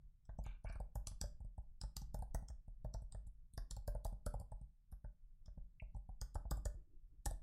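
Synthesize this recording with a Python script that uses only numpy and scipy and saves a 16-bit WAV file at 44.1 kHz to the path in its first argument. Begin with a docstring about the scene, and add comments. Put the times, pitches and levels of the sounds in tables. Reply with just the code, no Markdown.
"""A small quiet room, a low computer keyboard on a desk, and a close microphone on a stand.
Quick, uneven typing with a hesitation near the middle: each stroke may tick the plastic keycap, knock the
case as the key bottoms out or springs back, and thud through the desk into the stand.
Early on, a fingertip twice scuffs across the caps; a small hollow tap falls in the pause, and faint dull
rubs of the resting hand come near the end. Behind lie building rumble, faint hiss and a short room tail."""
import sys
import numpy as np
from scipy import signal
from scipy.fft import rfft, irfft
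from scipy.io import wavfile

SR = 44100
rng = np.random.default_rng(int(sys.argv[2]) if len(sys.argv) > 2 else 0)


def wrap_up_sound(samples):
    """Save the sound to the file named by the first command line argument, as 16-bit audio."""
    columns = np.atleast_2d(samples).T
    # keep every value between -1 and 1, then stretch to whole-number steps
    tamed = np.clip(columns, -1, 1)
    steps = np.round(tamed * 32767).astype(np.int16)
    wavfile.write(sys.argv[1], SR, steps)


N = 327557

# A finger hits a cap, the key travels down and bottoms out. Columns: hit t/s, tick level/dB,
# centre of the cap's ring f/Hz, band damped by the finger f/Hz, top of the ring f/Hz, travel t/s,
# knock level/dB, knock pitch f/Hz, hardness (upper case modes against lower) level/dB, landing tick level/dB
PRESSES = [(0.253, -77.5, 4770, 5200.0, 7900, 0.039, -62, 645, -8, -87.0),
           (0.384, -85.5, 5250.0, 4600.0, 9700, 0.0041, -52, 665, -35.0, -70),
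           (0.4393, -68.5, 5660, 5400.0, 12100, 0.024, -58.5, 740, -9, -67),
           (0.642, -71.5, 9750.0, 7800.0, 9900, 0.0043, -53, 630.0, -22, -79),
           (0.689, -70.5, 4840, 6200.0, 8000.0, 0.0088, -59.5, 632, -14.0, -68),
           (0.7263, -67.5, 12250.0, 7000.0, 9900, 0.03, -62, 650, -5, -73),
           (0.9546, -59, 14500, 4200.0, 15100, 0.0013, -51.5, 790.6, -19, -57),
           (1.071, -44.5, 4130, 12400.0, 12400.0, 0.043, -69.5, 720, -8, -73),
           (1.2137, -41.5, 4750.0, 10000.0, 11800, 0.0247, -52.5, 597, -16, -59.5),
           (1.8143, -48, 6900, 6600.0, 10270, 0.021, -59.5, 677, -11, -63),
           (1.9667, -44.5, 4750.0, 10600.0, 13700, 0.051, -65.5, 730, -20.5, -62.5),
           (2.1419, -72, 14100, 12800.0, 14450, 0.0025, -49.5, 680, -19, -56),
           (2.3457, -58, 4700, 4400.0, 16000.0, 0.0012, -46.5, 603, -12.5, -51),
           (2.4855, -58, 14600, 4200.0, 8400.0, 0.015, -64.5, 722, -11.5, -71.0),
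           (2.846, -76.0, 13000.0, 11200.0, 12400.0, 0.0012, -51.5, 585, -23.5, -75.5),
           (2.94, -55.5, 5050, 12200.0, 14000.0, 0.0041, -52, 606, -19.5, -68.5),
           (3.1232, -57, 9750.0, 6000.0, 9060, 0.024, -58.0, 650, -15.5, -67.5),
           (3.577, -52.5, 5750.0, 7200.0, 11600.0, 0.0005, -57, 670.0, -2.5, -56),
           (3.7096, -49.0, 4300, 12400.0, 13200, 0.0019, -67.5, 620, -14.5, -56.0),
           (3.7652, -60, 12600, 6400.0, 8500, 0.0017, -58, 690, -35, -70),
           (3.8768, -53.5, 12200, 12400.0, 16000.0, 0.0019, -46, 595.0, -16.5, -62),
           (4.048, -52, 13100, 12800.0, 15200.0, 0.0039, -46, 650.0, -21, -62.5),
           (4.2629, -50.0, 11000.0, 12400.0, 14100, 0.0015, -46.5, 678.0, -8, -55.5),
           (4.918, -72, 11000, 7200.0, 12960, 0.0061, -69.5, 900.0, -6.5, -69.5),
           (5.0435, -85.5, 10650, 6800.0, 9400, 0.00089, -62.5, 610.0, -11, -88.0),
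           (5.4599, -67.5, 6750.0, 7600.0, 8400.0, 0.02, -70, 560.0, -12, -84),
           (5.9471, -82, 9720, 8400.0, 9600.0, 0.0005, -63, 765.0, -32.0, -100.0),
           (6.2144, -48.0, 6500.0, 10400.0, 13250, 0.0022, -60.5, 715.0, -5, -67.5),
           (6.3462, -61, 11800, 11600.0, 12500, 0.0083, -48, 692, -11.5, -61.5),
           (6.5104, -47.5, 8250.0, 9800.0, 15200.0, 0.0027, -48.5, 670, -4.5, -52),
           (6.6539, -51.5, 7030, 13000.0, 15200.0, 0.0018, -48, 620, -13, -51),
           (7.257, -45.5, 8500.0, 14400.0, 15200.0, 0.0034, -45.5, 769, -9.5, -42.5)]
# A key springs back against its upper stop: t/s, knock level/dB, knock pitch f/Hz, tick level/dB
RELEASES = [(0.8016, -50, 700, -68), (1.405, -69.5, 600, -81.5), (1.447, -70.5, 600, -79.5),
            (1.5802, -59.5, 690, -77.5), (2.19, -68, 750, -66.5), (2.223, -51, 760, -63),
            (2.425, -64.5, 733, -78), (2.68, -70, 586, -83.5), (3.021, -66.5, 636, -74),
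            (3.27, -81.5, 700, -71.5), (3.537, -102, 700, -65), (3.95, -48, 654, -68.5),
            (4.126, -62, 690, -77.5), (4.340, -47, 770, -66.5), (4.3996, -62, 790, -62),
            (4.412, -59, 832, -71.5), (4.519, -56, 737, -69), (4.614, -75, 705, -76),
            (5.576, -67.5, 585, -93.5), (5.821, -61.5, 580, -88), (5.965, -65.5, 673, -75.5),
            (6.091, -61.5, 823, -84), (6.453, -59, 714, -100), (6.5717, -59, 776, -63.5),
            (6.746, -75, 690, -87), (7.3102, -52, 616, -55.5)]
# A loose cap drops back against its guide just after a stroke: t/s, tick level/dB
RATTLES = [(1.0815, -56), (4.066, -60)]
# Colour common to all keycaps: f/Hz, relative level/dB
CAP_COLOUR = [(2500, -13), (3500, -7.5), (4200, -7.5), (5000, 4), (6500, -2.5), (8000, 1), (12500, -4),
              (16000, -4)]
# Keyboard case, lower and upper modes: f/Hz, relative level/dB, 60 dB decay t/s
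CASE_LOW_MODES = [(550, -9, .02), (612, 0, .034), (793, -.5, .032), (930, -10, .017)]
CASE_HIGH_MODES = [(1100, 3, .018), (1270, 2, .018), (1440, 2, .018), (1700, -1, .018), (1980, -5, .015)]
# The case rocking on its feet: f/Hz, relative level/dB, 60 dB decay t/s
FEET_MODES = [(205, 0, 0.006), (269, -5.5, 0.043), (370, -1, 0.015)]
# Desk top and microphone stand: f/Hz, relative level/dB, 60 dB decay t/s
DESK_MODES = [(68.3, 5, 0.067), (91.3, -3, 0.11), (132, -5, 0.067)]
STAND_MODES = [(46.1, -0.021, 0.25), (59.2, -2, 0.06)]
# A fingertip slides across the caps: t/s, length t/s, level/dB, upper edge of the rasp f/Hz
SCUFFS = [(0.442, 0.14, -72.5, 4100), (0.65, 0.14, -67, 2590)]
# Plastic modes that the sliding wakes: f/Hz, relative level/dB, 60 dB decay t/s
SCUFF_MODES = [(1180, -9, .012), (1584, -0.5, 0.011), (2340, 0, 0.015), (2717, 2, 0.0053),
               (3460, -6, 0.0066)]
# Modes of the small hollow tap: f/Hz, relative level/dB, 60 dB decay t/s
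TAP_MODES = [(2230, -3, .007), (2420, 0, .007), (2620, -2, .007)]
# The resting hand shifts on the desk: t/s, length t/s, level/dB
SHIFTS = [(6.741, 0.096, -79), (6.859, 0.13, -82), (7.117, 0.043, -82.5)]
# Room decay: f/Hz, 60 dB decay t/s
ROOM_T60 = [(200, 0.38), (1500, 0.3136), (16000, 0.19)]
# Diffuse room colour: f/Hz, relative level/dB
ROOM_LEVEL = [(200, -5), (700, -12), (1400, -6), (2600, -7.5), (6000, -11), (15000, -8.5)]
# Early reflection: delay t/s, level/dB
REFLECTIONS = [(.009, -15.5)]
# Spectrum of rumble and hiss: f/Hz, relative level/dB
FLOOR_SPECTRUM = [(20, 10.5), (42, 0.5), (65, -12), (160, -20.5), (250, -38.5), (450, -49), (3000, -61),
                  (16000, -63.5)]
# Lull in the rumble: middle t/s, half-length t/s, level/dB at its deepest
LULLS = [(5.1, .45, -7)]

# the finger's hit on the cap reaches the case and the desk; knock and thud are relative to the tick
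HIT_KNOCK_DB, HIT_PITCH_HZ, HIT_HARDNESS_DB, HIT_THUD_DB = -18, 840, -3, -8.5
# thud under a firm press, that press's knock, and the share of a change in the knock that the thud follows
FIRM_THUD_DB, FIRM_KNOCK_DB, THUD_FOLLOWS = -46, -47, 0.46
# the push reaches the desk just before the key lands
THUD_LEAD_S = 0.0023
# a returning key is dull and hardly shakes the desk: ring centre, damped band and top of its cap
RELEASE_CAP_HZ = (8500, 6200, 13310)
RELEASE_HARDNESS_DB, RELEASE_THUD_DB = -26.5, -50
# a tick below this level counts as a soft touch
FIRM_TICK_DB = -42.5


def contacts():
    """Split strokes into cap ticks (t, level, three cap Hz), knocks (t, level, pitch, hardness), thuds (t, level)."""
    ticks, knocks, thuds = [], [], []
    for s, tick_db, cap_hz, gap_hz, top_hz, travel_s, knock_db, pitch_hz, hard_db, landing_db in PRESSES:
        landing_s = s + max(travel_s, 0)
        push_db = FIRM_THUD_DB + THUD_FOLLOWS * (knock_db - FIRM_KNOCK_DB)
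        # the hit on the cap
        ticks.append((s, tick_db, cap_hz, gap_hz, top_hz))
        knocks.append((s, tick_db + HIT_KNOCK_DB, HIT_PITCH_HZ, HIT_HARDNESS_DB))
        thuds.append((s - THUD_LEAD_S, tick_db + HIT_THUD_DB))
        # the landing
        ticks.append((landing_s, landing_db, cap_hz, gap_hz, top_hz))
        knocks.append((landing_s, knock_db, pitch_hz, hard_db))
        thuds.append((landing_s - THUD_LEAD_S, push_db))
    for s, knock_db, pitch_hz, tick_db in RELEASES:
        thud_db = RELEASE_THUD_DB + THUD_FOLLOWS * (knock_db - FIRM_KNOCK_DB) / 2
        ticks.append((s, tick_db, *RELEASE_CAP_HZ))
        knocks.append((s, knock_db, pitch_hz, RELEASE_HARDNESS_DB))
        thuds.append((s - THUD_LEAD_S, thud_db))
    ticks += [(s, tick_db, *RELEASE_CAP_HZ) for s, tick_db in RATTLES]
    return ticks, knocks, thuds


def keycaps(ticks, graze_db=-13, graze_s=.0024, rattle_db=-15, rattle_s=.01, soft_snap=.3,
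            count=20, size=3072):
    """The fingertip grazes the loose cap, the cap snaps against its stop, then chatters in its guides."""
    direct, spread = np.zeros((2, N))   # notched ticks at the microphone, fuller ticks that fill the room
    lead_s = .012   # room for the graze ahead of the snap
    for s, level_db, *cap_hz in ticks:
        blow, chatter = np.zeros((2, size))
        snap_db = soft_snap * min(level_db - FIRM_TICK_DB, 0)
        add(blow, lead_s, from_db([snap_db]))
        for early, late, push, bounce in rng.random((count, 4)):
            before_s, after_s = early * lead_s, 2 * late * rattle_s
            graze = (2 * push - 1) * from_db(graze_db) * np.exp(-before_s / graze_s)
            rattle = (2 * bounce - 1) * from_db(rattle_db) * np.exp(-after_s / rattle_s)
            add(blow, lead_s - before_s, np.array([graze]))
            add(chatter, lead_s + after_s, np.array([rattle]))
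        notched, full = keycap(*cap_hz, level_db)
        chatter_ring = signal.fftconvolve(chatter, full)
        for out, snap in ((direct, notched), (spread, full)):
            tick = signal.fftconvolve(blow, snap) + chatter_ring
            add(out, s - lead_s - .0004, at_level(tick, level_db, span=.0045))
    return filtered(direct, "high", 1900), filtered(spread, "high", 1900)


def keycap(centre_hz, gap_hz, top_hz, level_db, width_octaves=0.33, focus_db=4.0, gap_db=16,
           gap_width_hz=850, soft_contrast=.3, edge_db=24, node_spacing_hz=1700, node_floor=.12,
           t60_s=0.012, count=90, size=512):
    """Crowded short modes of one cap, weak at nodes under the blow; a soft touch leaves a few narrow bands."""
    hz = np.linspace(2200, 16200, count) + 40 * rng.standard_normal(count)
    soft_db = soft_contrast * max(FIRM_TICK_DB - level_db, 0)
    bump = (focus_db + soft_db) * np.exp(-(np.log2(hz / centre_hz) / width_octaves) ** 2)
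    finger_gap = (gap_db + soft_db) * np.exp(-((hz - gap_hz) / gap_width_hz) ** 2)
    above_top = edge_db * np.clip((hz - top_hz) / 700, 0, 1)
    lost_crack = 3 * soft_db * (hz < 3100)   # only hard hits wake the lowest modes
    spacing, place = rng.random(2)
    node_phase = hz / (node_spacing_hz * (.5 + spacing)) + place
    reach = np.abs(np.sin(np.pi * node_phase)) + node_floor
    level = at_hz(CAP_COLOUR, hz) + bump - finger_gap - above_top - lost_crack
    strength = from_db(level) * reach ** (soft_db / 2)
    t = seconds(size)[:, None]
    decay = from_db(-60 * t / t60_s)
    swell = 1 - np.exp(-(t / .0005) ** 2)
    modes = strength * decay * swell * np.sin(2 * np.pi * (hz * t + rng.random(count)))
    notched, full = modes @ reach, modes.sum(axis=1)
    return notched / np.std(notched), full / np.std(full)


def case(knocks, pitch_focus_db=22, feet_db=-2, rock_db=-58, first_db=-28, first_lead_s=0.0018,
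         bounce_db=-11, bounce_s=.006):
    """Rubber under a key cushions the knock; hard landings also wake the upper modes and rock the case."""
    lows, highs, rocking = np.zeros((3, N))
    for s, level_db, pitch_hz, hard_db in knocks:
        # the place of the blow favours lower modes near its pitch; others lose pitch_focus_db per octave
        lower = [(hz, mode_db - pitch_focus_db * abs(np.log2(hz / pitch_hz)), t60)
                 for hz, mode_db, t60 in CASE_LOW_MODES]
        # a tilted key lands lightly on one edge, sits down, and bounces once
        early, late = .5 + rng.random(2)
        steps = ((-early * first_lead_s, first_db), (0, 0), (late * bounce_s, bounce_db))
        for offset_s, step_db in steps:
            low = ring(lower, scatter_db=3.5, detune=.045, rise_s=.0011, size=2048)
            high = ring(CASE_HIGH_MODES, scatter_db=6.5, detune=.05, rise_s=.0012, size=1400)
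            add(lows, s + offset_s - .001, at_level(low, level_db + step_db, span=0.0083))
            add(highs, s + offset_s, at_level(high, level_db + step_db + hard_db, span=0.01))
        feet = ring(FEET_MODES, scatter_db=2, detune=0.088, rise_s=0.0012, size=2800)
        # knocks weaker than rock_db rock the case even less
        rocking_db = level_db + min(hard_db, -4) + min(level_db - rock_db, 0) + feet_db
        add(rocking, s - .001, at_level(feet, rocking_db, span=0.021))
    # the case modes sound only between 440 and 2000 Hz; the lower ones end at 1050 Hz
    low_band = filtered(lows, "band", [440, 1050], order=5)
    high_band = filtered(highs, "low", 2000, order=8)
    return low_band + high_band + rocking


def desk(thuds, sway_db=5):
    """The soft push of the finger shakes the desk top, and the microphone stand sways after it."""
    out = np.zeros(N)
    for s, thud_db in thuds:
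        top = ring(DESK_MODES, scatter_db=5.5, detune=0.071, rise_s=0.0033, size=5500)
        sway = ring(STAND_MODES, scatter_db=4.0, detune=0.078, rise_s=0.0077, size=10500)
        add(out, s, at_level(filtered(top, "high", 56), thud_db, span=0.038))
        add(out, s + .005, -at_level(filtered(sway, "high", 22), thud_db + sway_db, span=0.044))
    return out


def scuffs(slips_per_s=6000, attack_s=0.029, fade_db=-20):
    """Skin sticks and slips on textured plastic: uneven tiny clicks ring the caps, fading as the finger lifts."""
    out = np.zeros(N)
    for s, length_s, level_db, top_hz in SCUFFS:
        t = seconds(int(length_s * SR))
        slips = (rng.laplace(size=N) * (rng.random(N) < slips_per_s / SR))[:len(t)]
        attack = np.minimum(t / attack_s, 1) ** .5
        fade = from_db(fade_db * (t / length_s) ** 2)
        plastic = ring(SCUFF_MODES, scatter_db=1, detune=.01, rise_s=.0001, size=1024)
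        body = signal.fftconvolve(slips * attack * fade, plastic)
        rasp = filtered(body, "band", [700, top_hz], order=8)
        add(out, s, at_level(rasp, level_db, span=length_s))
    return out


def hollow_tap(tap_s=5.7985, level_db=-54.5, rise_s=0.016):
    """One short pop: a tight cluster of quickly damped modes with a slow swell."""
    out = np.zeros(N)
    tap = ring(TAP_MODES, scatter_db=1.5, detune=0.01, rise_s=rise_s, size=1024)
    add(out, tap_s, at_level(tap, level_db, span=.004))
    return filtered(out, "band", [1950, 3000])


def hand_shifts(low_hz=270, high_hz=380):
    """The resting hand shifts on the desk: faint, dull rubs of swelling band-limited noise."""
    out = np.zeros(N)
    for s, length_s, level_db in SHIFTS:
        swell = np.hanning(int(length_s * SR)) ** .5
        noise = filtered(rng.standard_normal(N), "band", [low_hz, high_hz], order=3)
        rub = noise[-len(swell):] * swell   # the end of the noise, once the filter has settled
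        add(out, s, at_level(rub, level_db, span=length_s))
    return out


def room(x, build_s=0.0009, size=22050):
    """One early reflection and a diffuse tail of noise bands that dies sooner in the treble."""
    t, response = seconds(size), np.zeros(size)
    build = 1 - np.exp(-(t / build_s) ** 2)
    edges = np.geomspace(120, 17000, 15)
    for low, high in zip(edges, edges[1:]):
        hz = np.sqrt(low * high)
        noise = filtered(rng.standard_normal(size), "band", [low, high])
        tail = noise * from_db(-60 * t / at_hz(ROOM_T60, hz)) * build
        band_gain = np.sqrt(2 * (high - low) / SR / np.sum(tail ** 2))   # energy in step with bandwidth
        response += tail * from_db(at_hz(ROOM_LEVEL, hz)) * band_gain
    for delay_s, level_db in REFLECTIONS:
        response[int(delay_s * SR)] += from_db(level_db)
    return signal.fftconvolve(x, response)[:N]


def background(level_db=-58.5, flutter_db=7, count=110):
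    """Shaped noise: faint hiss, and a low rumble that flutters unevenly and dips for a moment."""
    spectrum = from_db(at_hz(FLOOR_SPECTRUM, np.fft.rfftfreq(N, 1 / SR)))
    noise = irfft(rfft(rng.standard_normal(N)) * spectrum, N)
    noise = filtered(noise, "high", 16)
    knots = np.tanh(rng.standard_normal(count))
    flutter = np.interp(np.arange(N), np.linspace(0, N, count), knots)
    lull_db = sum(db * np.exp(-((seconds(N) - s) / half_s) ** 2) for s, half_s, db in LULLS)
    rumble = filtered(noise, "low", 860, order=1)
    noise = noise + rumble * (from_db(flutter_db * flutter + lull_db) - 1)
    return from_db(level_db) * noise / np.std(noise)


def ring(modes, scatter_db, detune, rise_s, size):
    """Struck modes swell while the contact lasts; strengths and pitches vary with the place of the blow."""
    hz, level_db, t60 = np.transpose(modes)[:, :, None]
    t = seconds(size)
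    pitch = hz * np.exp(detune * rng.standard_normal(hz.shape))
    strength_db = level_db + scatter_db * rng.standard_normal(hz.shape)
    swell = 1 - np.exp(-(t / rise_s) ** 2)
    decaying = from_db(strength_db - 60 * t / t60) * np.sin(2 * np.pi * pitch * t)
    return swell * np.sum(decaying, axis=0)


def from_db(db):
    """Turn decibels into an amplitude factor."""
    return 10 ** (np.asarray(db) / 20)


def at_hz(points, hz):
    """Read a table on a log-frequency axis."""
    points = np.array(points)
    return np.interp(np.log(np.maximum(hz, 1)), np.log(points[:, 0]), points[:, 1])


def seconds(size):
    """Times of the first size samples."""
    return np.arange(size) / SR


def at_level(x, db, span):
    """Scale a sound so that its energy, spread over span seconds, has this rms level."""
    return x * from_db(db) * np.sqrt(span * SR / (np.sum(x ** 2) + 1e-20))


def add(out, s, x):
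    """Mix x into out from time s on."""
    start = int(np.clip(round(s * SR), 0, len(out) - 1))
    out[start:start + len(x)] += x[:len(out) - start]


def filtered(x, kind, hz, order=2):
    """Pass x through a Butterworth filter."""
    return signal.sosfilt(signal.butter(order, hz, kind, fs=SR, output="sos"), x)


def scene():
    """Ticks and knocks travel through the air; the thuds come up through the stand."""
    ticks, knocks, thuds = contacts()
    direct, spread = keycaps(ticks)
    airborne = case(knocks) + scuffs()
    near = desk(thuds) + hollow_tap() + hand_shifts()
    reverberant = room(spread + airborne + from_db(-3.0) * near)   # near sounds wake the room less
    return (direct + airborne + near + reverberant + background())[None]


def record(dry):
    """A steep elliptic low-pass cuts the top at 16.1 kHz."""
    return signal.sosfilt(signal.ellip(10, .1, 80, 16100, fs=SR, output="sos"), dry)


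dry = scene()
out = record(dry)
wrap_up_sound(out)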